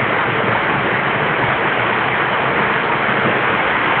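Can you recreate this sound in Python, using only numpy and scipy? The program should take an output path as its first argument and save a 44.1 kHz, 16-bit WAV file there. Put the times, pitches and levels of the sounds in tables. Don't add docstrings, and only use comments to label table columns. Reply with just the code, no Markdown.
import sys
import numpy as np
from scipy import signal
from scipy.fft import rfft, irfft, next_fast_len
from scipy.io import wavfile
from scipy.ndimage import uniform_filter1d, map_coordinates

SR = 44100
rng = np.random.default_rng(int(sys.argv[2]) if len(sys.argv) > 2 else 0)


def transcribe(u):
    v = np.clip(np.atleast_2d(u).T, -1, 1)
    q = np.round(v * 32767).astype(np.int16)
    wavfile.write(sys.argv[1], SR, q)


N = 176400

# f/Hz, level/dB
WASH_EQ = [(25, -25.5), (45, -20), (60, -13.5), (100, -13.5), (200, -6), (255, -6.5), (312, 0.5), (420, -1),
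           (445, 3), (505, -1), (760, -1.5), (1250, -1), (1700, -1.5), (2250, -3.5), (2750, -13),
           (3200, -14.5), (3600, -19.5), (4400, -18.5)]
# f/Hz, level/dB
SPLASH_EQ = [(100, -26.5), (400, -7), (1200, -1), (2200, -1), (2750, -3.5), (3200, -3), (3600, -14.5),
             (4400, -24)]
# f/Hz, level/dB
ROOF_EQ = [(30, -29.5), (70, -25), (106, -12), (117, -0.5), (145, -1), (160, -0.5), (178, -2.5), (200, 0.5),
           (220, 3.5), (238, 1.5), (252, -12.5), (320, -11), (600, -19), (2000, -44.5)]
# t/s, level/dB
WASH_RIDE = [(0, -17), (0.45, -18.5), (0.75, -17.5), (1.4, -17.5), (2.05, -18.5), (2.55, -17.5), (3.1, -18),
             (3.45, -17.5), (4, -19)]
# t/s, level/dB
PATTER_RIDE = [(0, -27), (0.33, -26), (0.55, -25.6), (0.95, -27), (1.4, -26.5), (2.0, -24), (2.8, -25.5),
               (3.1, -24.5), (3.6, -24), (4, -21.5)]
# t/s, level/dB
ROOF_RIDE = [(0, -28.5), (1.2, -27.0), (2.0, -31), (2.5, -26.5), (2.9, -29.5), (3.25, -29), (4, -34)]
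# t/s, centre f/Hz, level/dB
SPLAT_CUES = [(.03, 1800, -22), (.31, 2500, -25), (.525, 1250, -22.5), (1.41, 970, -22),
              (1.775, 2770, -29.5), (2.039, 770, -20), (2.32, 2940, -29), (2.719, 2490, -28.5),
              (3.046, 1790, -23.5), (3.10, 1640, -21.5), (3.29, 2590, -23.5), (3.325, 770, -23),
              (3.41, 1690, -22.5)]
# t/s, level/dB
THUD_CUES = [(0.429, -21), (0.674, -24), (1.14, -22), (1.895, -26), (2.59, -24.5), (3.076, -25),
             (3.236, -22.5), (3.489, -25.5)]
# t/s, level/dB
KNOCK_CUES = [(1.486, -11)]
# f/Hz, T60/s
ROOM_DECAY = [(120, 0.49), (1000, .35), (4000, .28)]
# f/Hz, level/dB
MIC_EQ = [(10, -29.5), (25, -9.5), (42, 1.5), (3200, 0.5), (3600, -3), (4050, -13.5), (4300, -23.5),
          (4500, -36.5)]

WASH_TRIM_DB, PATTER_TRIM_DB, ROOF_TRIM_DB = -0.44, 1, -2


def amp(db):
    return 10 ** (np.asarray(db) / 20)


def unit(x):
    return x / np.sqrt(np.mean(x ** 2) + 1e-20)


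def decay(t, t60):
    return np.exp(-np.log(1000) * t / t60)


def along(points, hz):
    f, values = np.transpose(points)
    return np.interp(np.log(hz + 1), np.log(f + 1), values)


def ride(points):
    return np.interp(np.arange(N) / SR, *np.transpose(points))


def wobble(knots_per_s):
    return map_coordinates(rng.standard_normal(1024), [np.arange(N) * knots_per_s / SR], mode="mirror")


def burst(start_s, rise_s, t60_s):
    t = np.arange(N) / SR - start_s
    return np.clip(t / rise_s, 0, 1) * decay(np.maximum(t - rise_s, 0), t60_s)


def filtered(x, response):
    padded = next_fast_len(N + SR // 2)
    return irfft(rfft(x, padded) * response(np.fft.rfftfreq(padded, 1 / SR)), padded)[:N]


def coloured(x, eq):
    return unit(filtered(x, lambda hz: amp(along(eq, hz))))


def patchy_noise(depth_db):
    bands = signal.stft(rng.standard_normal(N), nperseg=512)[2]
    patches = uniform_filter1d(rng.standard_normal(bands.shape), size=5, axis=0)
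    patches = uniform_filter1d(patches, size=9, axis=1)
    return signal.istft(bands * amp(depth_db * unit(patches)), nperseg=512)[1][:N]


def drops(per_s, pitch_hz, log_spread, t60_cycles, accent_db):
    count = int(per_s * N / SR)
    hz = pitch_hz * rng.lognormal(sigma=log_spread, size=(count, 1))
    gain = amp(accent_db * np.minimum(rng.exponential(size=(count, 1)), 4))
    age = np.arange(min(int(2 * t60_cycles * SR / pitch_hz), SR // 20))
    cycles = hz * age / SR
    rings = gain * np.sin(2 * np.pi * cycles) * decay(cycles, t60_cycles)
    at = (rng.integers(N, size=(count, 1)) + age) % N
    return unit(np.bincount(at.ravel(), rings.ravel(), N))


def room(x, wet_db):
    hz, t, bands = signal.stft(rng.standard_normal(SR // 2), SR, nperseg=256)
    tail = signal.istft(bands * decay(t, along(ROOM_DECAY, hz)[:, None]), SR, nperseg=256)[1]
    wet = irfft(rfft(x) * rfft(tail / np.linalg.norm(tail), N), N)
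    return x + amp(wet_db) * wet


def wash():
    level_db = ride(WASH_RIDE) + WASH_TRIM_DB + 0.32 * wobble(knots_per_s=12)
    return amp(level_db) * coloured(patchy_noise(depth_db=1.64), WASH_EQ)


def drips(level_db=-28.5):
    plops = drops(per_s=45, pitch_hz=1224, log_spread=0.5, t60_cycles=19, accent_db=1.5)
    return amp(level_db) * coloured(room(plops, wet_db=-1), SPLASH_EQ)


def patter():
    ticks = drops(per_s=1100, pitch_hz=1870, log_spread=0.46, t60_cycles=3.5, accent_db=3.5)
    level_db = ride(PATTER_RIDE) + PATTER_TRIM_DB + 0.3 * wobble(knots_per_s=13)
    return amp(level_db) * coloured(room(ticks, wet_db=-4), SPLASH_EQ)


def splats(half_width_hz=93):
    out = np.zeros(N)
    for start_s, centre_hz, db in SPLAT_CUES:
        noise = rng.standard_normal(N)
        spray = filtered(noise, lambda hz: 1 / (1 + ((hz - centre_hz) / half_width_hz) ** 2))
        out += amp(db) * burst(start_s, rise_s=0.011, t60_s=0.13) * unit(spray)
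    return out


def roof():
    blows = drops(per_s=260, pitch_hz=170, log_spread=0.47, t60_cycles=2.5, accent_db=3.5)
    drumming = amp(ride(ROOF_RIDE) + ROOF_TRIM_DB) * coloured(room(blows, wet_db=-9.5), ROOF_EQ)
    thud_envelope = sum(amp(db) * burst(start_s, rise_s=0.02, t60_s=0.24) for start_s, db in THUD_CUES)
    return drumming + thud_envelope * coloured(rng.standard_normal(N), ROOF_EQ)


def knock(push_s=0.00017, ring_hz=132, ring_db=-10, t60_s=0.15):
    out = np.zeros(N)
    for hit_s, db in KNOCK_CUES:
        t = np.arange(N) / SR - hit_s
        push = np.exp(-(t / push_s) ** 2)
        after = np.maximum(t, 0)
        ring = np.sin(2 * np.pi * ring_hz * after) * decay(after, t60_s)
        out += amp(db) * (push + amp(ring_db) * ring)
    return out


def scene():
    return (wash() + drips() + patter() + splats() + roof() + knock())[None]


def record(dry):
    cutoff_hz = 4550
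    return filtered(dry[0], lambda hz: amp(along(MIC_EQ, hz)) * (hz < cutoff_hz))[None]


dry = scene()
out = record(dry)
transcribe(out)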